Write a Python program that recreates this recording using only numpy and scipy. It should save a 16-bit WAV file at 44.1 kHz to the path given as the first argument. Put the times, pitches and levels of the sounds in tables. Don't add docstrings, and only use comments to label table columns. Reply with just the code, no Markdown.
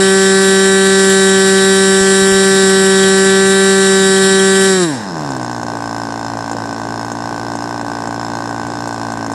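import sys
import numpy as np
from scipy import signal
from scipy.fft import rfft, irfft, next_fast_len
from scipy.io import wavfile
from scipy.ndimage import uniform_filter1d, map_coordinates

SR = 44100
rng = np.random.default_rng(int(sys.argv[2]) if len(sys.argv) > 2 else 0)


def undo_db(level):
    steps = np.asarray(level, float) / 20
    return 10 ** steps


def output_pcm(signal):
    pcm = np.clip(np.atleast_2d(signal).T, -1, 1) * 32767
    wavfile.write(sys.argv[1], SR, np.round(pcm).astype(np.int16))


N = 411894

# t/s, speed/(turns per s)
SPEED = [(0.0, 192.3), (0.9, 193.0), (1.5, 192.35), (2.4, 193.3), (2.7, 192.2), (3.15, 192.45),
         (3.7, 193.65), (4.05, 192.3), (4.68, 192.6), (4.75, 188.3), (4.8, 182.3), (4.85, 170.3),
         (5.0, 109.3), (5.15, 80.5), (5.3, 68.2), (5.42, 60.5), (5.9, 56.8), (9.34, 57.2)]
# t/s, charge/(0 to 1)
BURN = [
    (4.72, 1),
    (4.795, 0.88),
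    (4.83, 0.98),
    (4.87, .68),
    (4.94, 0.61),
    (5.05, 0.1),
    (5.13, 0.03),
    (5.25, 0.2),
    (5.45, .01),
]
# t/s, extra level/dB, loss of the next turn/dB
ODD_FIRINGS = [(5.304, 6, -1.5), (5.365, 4, 3), (5.413, 3.5, 0), (5.446, 4, 0), (5.513, 3.5, 0),
               (5.631, 1, 6), (5.770, 4, 3), (6.335, -2, 4), (6.514, 7, 0), (6.531, 0, 5), (6.656, 4, 2.5),
               (6.727, 4, 2), (7.012, 3.5, 0), (7.047, 4.5, 2), (7.117, 7, 7), (7.553, 7, 3),
               (7.623, 4.5, 0), (7.812, 4, 7), (8.073, 5, 5.5), (8.161, -1, 4.5), (8.230, 4, -1.5),
               (8.492, 3, 0), (8.667, 5, 3), (8.874, 8, 0), (8.926, 4.5, 0), (9.120, 4.5, 0), (9.137, 0, 3),
               (9.173, 3, 2), (9.263, 4, 6), (9.317, 8, 1.5)]
# multiple of the firing rate/1, level/dB
OPEN_ORDERS = [(1, -3), (2, 2), (3, -13.5), (4, -14), (5, -20), (6, -15), (7, -14)]
# f/Hz, level/dB
IDLE_DRONE = [(57, -5), (85, -20), (112, 0), (171, 1), (228, 0), (285, 4), (342, -5.5), (400, -12),
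              (520, -25), (800, -25)]
# f/Hz, width/Hz, level/dB, lag/ms
OPEN_BARK = [(1561, 270, 5, 4.42), (1801, 320, 1.5, 4.504), (1952, 153, -4, 4.5), (2348, 290, -13.5, 0.52),
             (2744, 120, -9.5, 0.69)]
# f/Hz, width/Hz, level/dB, lag/ms
IDLE_BARK = [(736, 237, 3.5, 0.00034), (1097, 303, -0.5, 0.0048), (1526, 68, -1, 1), (1910, 73, -21, 1),
             (2085, 37, -22, 0.79), (2580, 74, -20.5, 0.033)]
# f/Hz, width/Hz, level/dB, lag/ms
THUMP = [(327, 270, 0, .5), (556, 310, -2.5, .5)]
# f/Hz, width/Hz, level/dB, lag/ms
OPEN_METAL = [(3193, 220, 0.5, 2.31), (3540, 690, -5, 1.857), (3870, 258, 7.5, 4.3), (4285, 200, -2, 1.017),
              (4768, 350, -1.5, 2.7), (5145, 560, -2.5, 2.4), (5426, 380, 1, 2.5),
              (6370, 1240, -9.5, 1.292), (7444, 416, 5.5, 3.1), (8060, 660, -7.5, 2.6),
              (8230, 510, -2, 0.647), (8890, 610, -7, 3), (9550, 660, -2.5, 3.2), (11330, 2900, -24, 6.3)]
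# f/Hz, width/Hz, level/dB, lag/ms
RATTLE = [(3130, 570, -8.5, 0.018), (3650, 94, -8, 0.015), (1826, 170, -6.5, 0.023),
          (10900, 1500, -17, 0.02)]
# f/Hz, width/Hz, level/dB, lag/ms
IDLE_METAL = [(3640, 70, -4.5, 0.92), (4230, 320, -6.5, 0.463), (5140, 103, 0.5, 0.813),
              (5500, 210, -2.5, 0.607)]
# f/Hz, width/Hz, level/dB, lag/ms
IDLE_SPIT = [(6520, 180, 2, 1.5), (7280, 230, 2.5, 1.7), (8130, 230, -11, 1.5), (9200, 670, -15, 1.5),
             (6200, 1300, -15, 1.502)]
# f/Hz, level/(dB per Hz)
OPEN_GAS = [(18, -85), (30, -39.5), (135, -10.5), (187, -6.5), (325, -14), (387, -6), (450, -15),
            (578, -15.5), (1060, -19.5), (1140, -13), (1740, -35), (2080, -16.5), (6920, -48), (7460, -34),
            (12000, -50), (15600, -77), (22000, -120)]
# f/Hz, level/(dB per Hz)
IDLE_GAS = [(18, -56), (30, -29), (108, -8), (178, -8), (286, -6), (473, -6.5), (842, -11), (1320, -17.5),
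            (1540, -13.5), (2300, -27), (4750, -28.5), (5250, -26), (11800, -45), (15600, -80)]
# t/s, peak level/dB
PUFFS = [
    (0.719, -32),
    (1.929, -31),
    (2.009, -19),
    (2.219, -24),
    (2.319, -22),
    (2.344, -23),
    (5.659, -33),
]
# f/Hz, share lost/(0 to 1)
LOST = [(9900, 0), (10200, .3), (10500, .05), (11600, .06), (11850, .6), (12250, .9), (12350, 1)]

PORT_LAG = 0.82


def engine():
    speed = np.interp(np.arange(N) / SR, *np.transpose(SPEED))
    drone_db, bark_db, metal_db = levels(speed)
    idle = np.clip((152 - speed) / 70, 0, 1)
    turns = crank(speed, idle)
    port = turns - PORT_LAG
    ragged = 0.04 * np.clip(slowing_of(speed), 0, None)
    even = 0.35 * rng.standard_normal(int(turns[-1]))
    pop, tick, spit = uneven_firings(port, len(even)).T

    low = exhaust_drone(turns, speed, idle)
    bark = silencer_bark(turns, port, speed, idle, even, pop, spit, ragged)
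    metal = metal_ring(turns, port, speed, idle, even, tick, spit, ragged)
    gas = blend(idle, undo_db(-17.5) * hiss(OPEN_GAS), undo_db(-5) * hiss(IDLE_GAS))
    gas = patchy(gas, depth_db=1.5, top_db=-2.0) * np.std(gas)
    return undo_db(drone_db) * (low + gas) + undo_db(bark_db) * bark + undo_db(metal_db) * metal


def blend(idle, open_sound, idle_sound):
    return np.cos(idle * np.pi / 2) * open_sound + np.sin(idle * np.pi / 2) * idle_sound


def crank(speed, idle):
    t = np.arange(N) / SR
    free = np.cumsum(speed * (1 + 0.00061 * (1 - idle) * wobble(30))) / SR
    s = np.transpose(ODD_FIRINGS)[0]
    slip = np.unwrap((np.interp(s, t, free) - PORT_LAG) % 1, period=1)
    flywheel_s = 0.06
    return free - uniform_filter1d(np.interp(t, s, slip), size=int(flywheel_s * SR))


def slowing_of(speed):
    return uniform_filter1d(-np.gradient(speed) * SR, size=2000) / 100


def levels(speed):
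    burn = np.clip(np.interp(np.arange(N) / SR, *np.transpose(BURN)), 0, 2)

    def between(idle_db, open_db, share):
        return idle_db + (open_db - idle_db) * share

    drone_db = between(-26, -10, burn) + 0.23 * wobble(2.01)
    bark_db = between(-24, -18, burn) - 2.5 * slowing_of(speed) + 0.44 * wobble(2.02)
    metal_db = between(-36, -16.5, burn ** 1.9) + 0.25 * wobble(2.02)
    return drone_db, bark_db, metal_db


def uneven_firings(port, count):
    uneven = 0.6 * rng.standard_normal((count, 1)) * np.ones(3)
    s, hard, miss = np.transpose(ODD_FIRINGS)
    turn = np.round(np.interp(s, np.arange(N) / SR, port)).astype(int)
    uneven[turn] += np.outer(hard, (0.21, -0.15, 1.24))
    uneven[np.minimum(turn + 1, count - 1)] -= np.outer(miss, (1.2, 1.7, 0.9))
    return uneven


def exhaust_drone(turns, speed, idle):
    hz, db = np.transpose(IDLE_DRONE)
    idle_orders = [(k, np.interp(k * speed, hz, db) - 11 * (k == 1) - 8 * (k == 3)) for k in range(1, 8)]
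    open_orders = [(k, db - 14 * np.clip((165 - k * speed) / 50, 0, 1.5)) for k, db in OPEN_ORDERS]
    return blend(idle, drone(turns - 0.1, open_orders, unsteady_db=0.14, rate=20, spread=0),
                 drone(turns + 0.088, idle_orders, unsteady_db=0.8, rate=15, spread=0.1366))


def drone(turns, orders, unsteady_db, rate, spread):
    total = np.sqrt(sum(undo_db(db) ** 2 for k, db in orders) / 2)
    waves = 0
    for k, db in orders:
        wave = np.cos(2 * np.pi * (k * turns + spread * (k * k - 2.3)))
        waves = waves + undo_db(db + unsteady_db * wobble(rate)) * wave
    return waves / total


def silencer_bark(turns, port, speed, idle, even, pop, spit, ragged):
    open_bark = struck(turns, speed, even, OPEN_BARK, jitter_ms=0.0032, scatter_db=-0.5,
                       rough=0.02 + ragged, sharp=3.3, low_hz=1370, order=2)
    idle_bark = struck(port, speed, pop, IDLE_BARK, jitter_ms=0.14, scatter_db=0.5,
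                       rough=0.045, sharp=2.3, low_hz=394)
    thump_db = np.where((pop < -4) | (spit > 6), 0, -60)
    thump = ringing(blows(port, thump_db, jitter_ms=0, scatter_db=-0.5), THUMP)
    return blend(idle, open_bark, -idle_bark) - undo_db(-21.0) * thump


def metal_ring(turns, port, speed, idle, even, tick_db, spit_db, ragged):
    scream = struck(turns, speed, even, OPEN_METAL, jitter_ms=0.0027, scatter_db=-0.3,
                    rough=0.055 + ragged, sharp=2.6, low_hz=2500, order=2)
    rattle = undo_db(-11.5 + 2.5 * wobble(60)) * ringing(gated(turns, 0.44, 1.5), RATTLE)
    tick = struck(port, speed, tick_db, IDLE_METAL, jitter_ms=0.152, scatter_db=0.8,
                  rough=0.15, sharp=2.2, low_hz=2500)
    spit = struck(port, speed, spit_db, IDLE_SPIT, jitter_ms=0.3, scatter_db=2.8,
                  rough=0.75, sharp=1.74, low_hz=2500)
    return blend(idle, patchy(scream + rattle, depth_db=1.08, top_db=4.0),
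                 patchy(tick + undo_db(-5.5) * spit, depth_db=1.7, top_db=-0.5))


def struck(turns, speed, size_db, modes, jitter_ms, scatter_db, rough, sharp, low_hz, order=1):
    pulses = unit(blows(turns, size_db, jitter_ms, scatter_db) / np.sqrt(speed))
    sizes = undo_db(size_db[np.clip(turns, 0, len(size_db) - 1).astype(int)])
    share = np.clip(rough, 0, 1)
    drive = np.sqrt(1 - share) * pulses + np.sqrt(share) * sizes * gated(turns, 0, sharp)
    return ringing(drive, modes, order, low_hz)


def blows(turns, size_db, jitter_ms, scatter_db):
    chance = rng.standard_normal((len(size_db), 2))
    at = np.interp(np.arange(len(size_db)), turns, np.arange(N)) + chance[:, 0] * jitter_ms * SR / 1000
    taps = np.floor(at)[:, None] + np.arange(-7, 9)
    offset = taps - at[:, None]
    kernel = np.sinc(offset) * np.cos(np.pi * offset / 16) ** 2
    kernel = kernel * undo_db(size_db + scatter_db * chance[:, 1])[:, None]
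    return np.bincount(np.clip(taps, 0, N).astype(int).ravel(), kernel.ravel(), N + 1)[:N]


def gated(turns, lag, sharp):
    return unit(rng.standard_normal(N) * np.exp(-sharp * ((turns - lag) % 1)))


def ringing(x, modes, order=1, low_hz=30):
    f = np.fft.rfftfreq(8192, 1 / SR)
    response = 0
    for k, (centre, width, db, lag_ms) in enumerate(modes):
        peak = 1j * f * width / (centre * centre - f * f + 1j * f * width)
        delay = np.exp(-2j * np.pi * f * lag_ms / 1000)
        response = response + (-1) ** k * undo_db(db) * peak ** order * delay
    response = response * (1j * f / (low_hz + 1j * f)) ** 2
    return unit(signal.oaconvolve(x, irfft(response))[:N])


def patchy(x, depth_db, top_db):
    hz, _, z = signal.stft(x, SR, nperseg=1024)
    field = uniform_filter1d(rng.standard_normal(z.shape), size=9, axis=0)
    field = unit(uniform_filter1d(field, size=7, axis=1))
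    height = np.clip((hz[:, None] - 8500) / 2000, 0.25, 1)
    sink = top_db * height * np.clip(-field, 0, 3) ** 2
    return unit(signal.istft(z * undo_db(depth_db * field - sink), SR, nperseg=1024)[1][:N])


def hiss(spectrum):
    f, db = np.transpose(spectrum)
    return unit(filtered(rng.standard_normal(N), lambda hz: undo_db(np.interp(np.log(hz + 1), np.log(f), db))))


def filtered(x, response):
    m = next_fast_len(N + SR // 2)
    return irfft(rfft(x, m) * response(np.fft.rfftfreq(m, 1 / SR)), m)[..., :N]


def wobble(rate):
    coarse = np.arange(0, N + 64, 64)
    knots = rng.standard_normal(int(N * rate / SR) + 4)
    return np.interp(np.arange(N), coarse, map_coordinates(knots, [coarse * rate / SR]))


def unit(x):
    return x / np.sqrt(np.mean(x ** 2) + 1e-20)


def puffs():
    push, t = np.zeros(N + SR), np.arange(-900, 900) / SR
    shape = np.exp(-(t / 0.0041) ** 2) * np.cos(2 * np.pi * 80 * t)
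    for s, db in PUFFS:
        push[round(s * SR) - 720:][:len(t)] += undo_db(db) * shape
    return push[:N]


def walls(x):
    t = np.arange(SR // 4) / SR
    tail = rng.standard_normal(len(t)) * undo_db(-60 * t / 0.083) * (t > 0.004)
    return signal.fftconvolve(x, tail / np.linalg.norm(tail))[:N]


def scene():
    motor = engine()
    return (motor + undo_db(-26) * walls(motor) + puffs())[None]


def holes(x):
    hz, _, z = signal.stft(x, SR, nperseg=1024)
    draw = rng.random((len(hz) // 5 + 1, z.shape[-1] // 4 + 1))
    draw = draw.repeat(5, 0).repeat(4, 1)[:len(hz), :z.shape[-1]]
    kept = draw > np.interp(hz, *np.transpose(LOST))[:, None]
    return signal.istft(z * kept, SR, nperseg=1024)[1][..., :N]


def low_pass(x):
    return signal.sosfilt(signal.butter(12, 12160, fs=SR, output="sos"), x)


def record(dry):
    clipped = dry / (1 + np.abs(dry / 1.05) ** 6) ** (1 / 6)
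    return low_pass(holes(clipped))


dry = scene()
out = record(dry)
output_pcm(out)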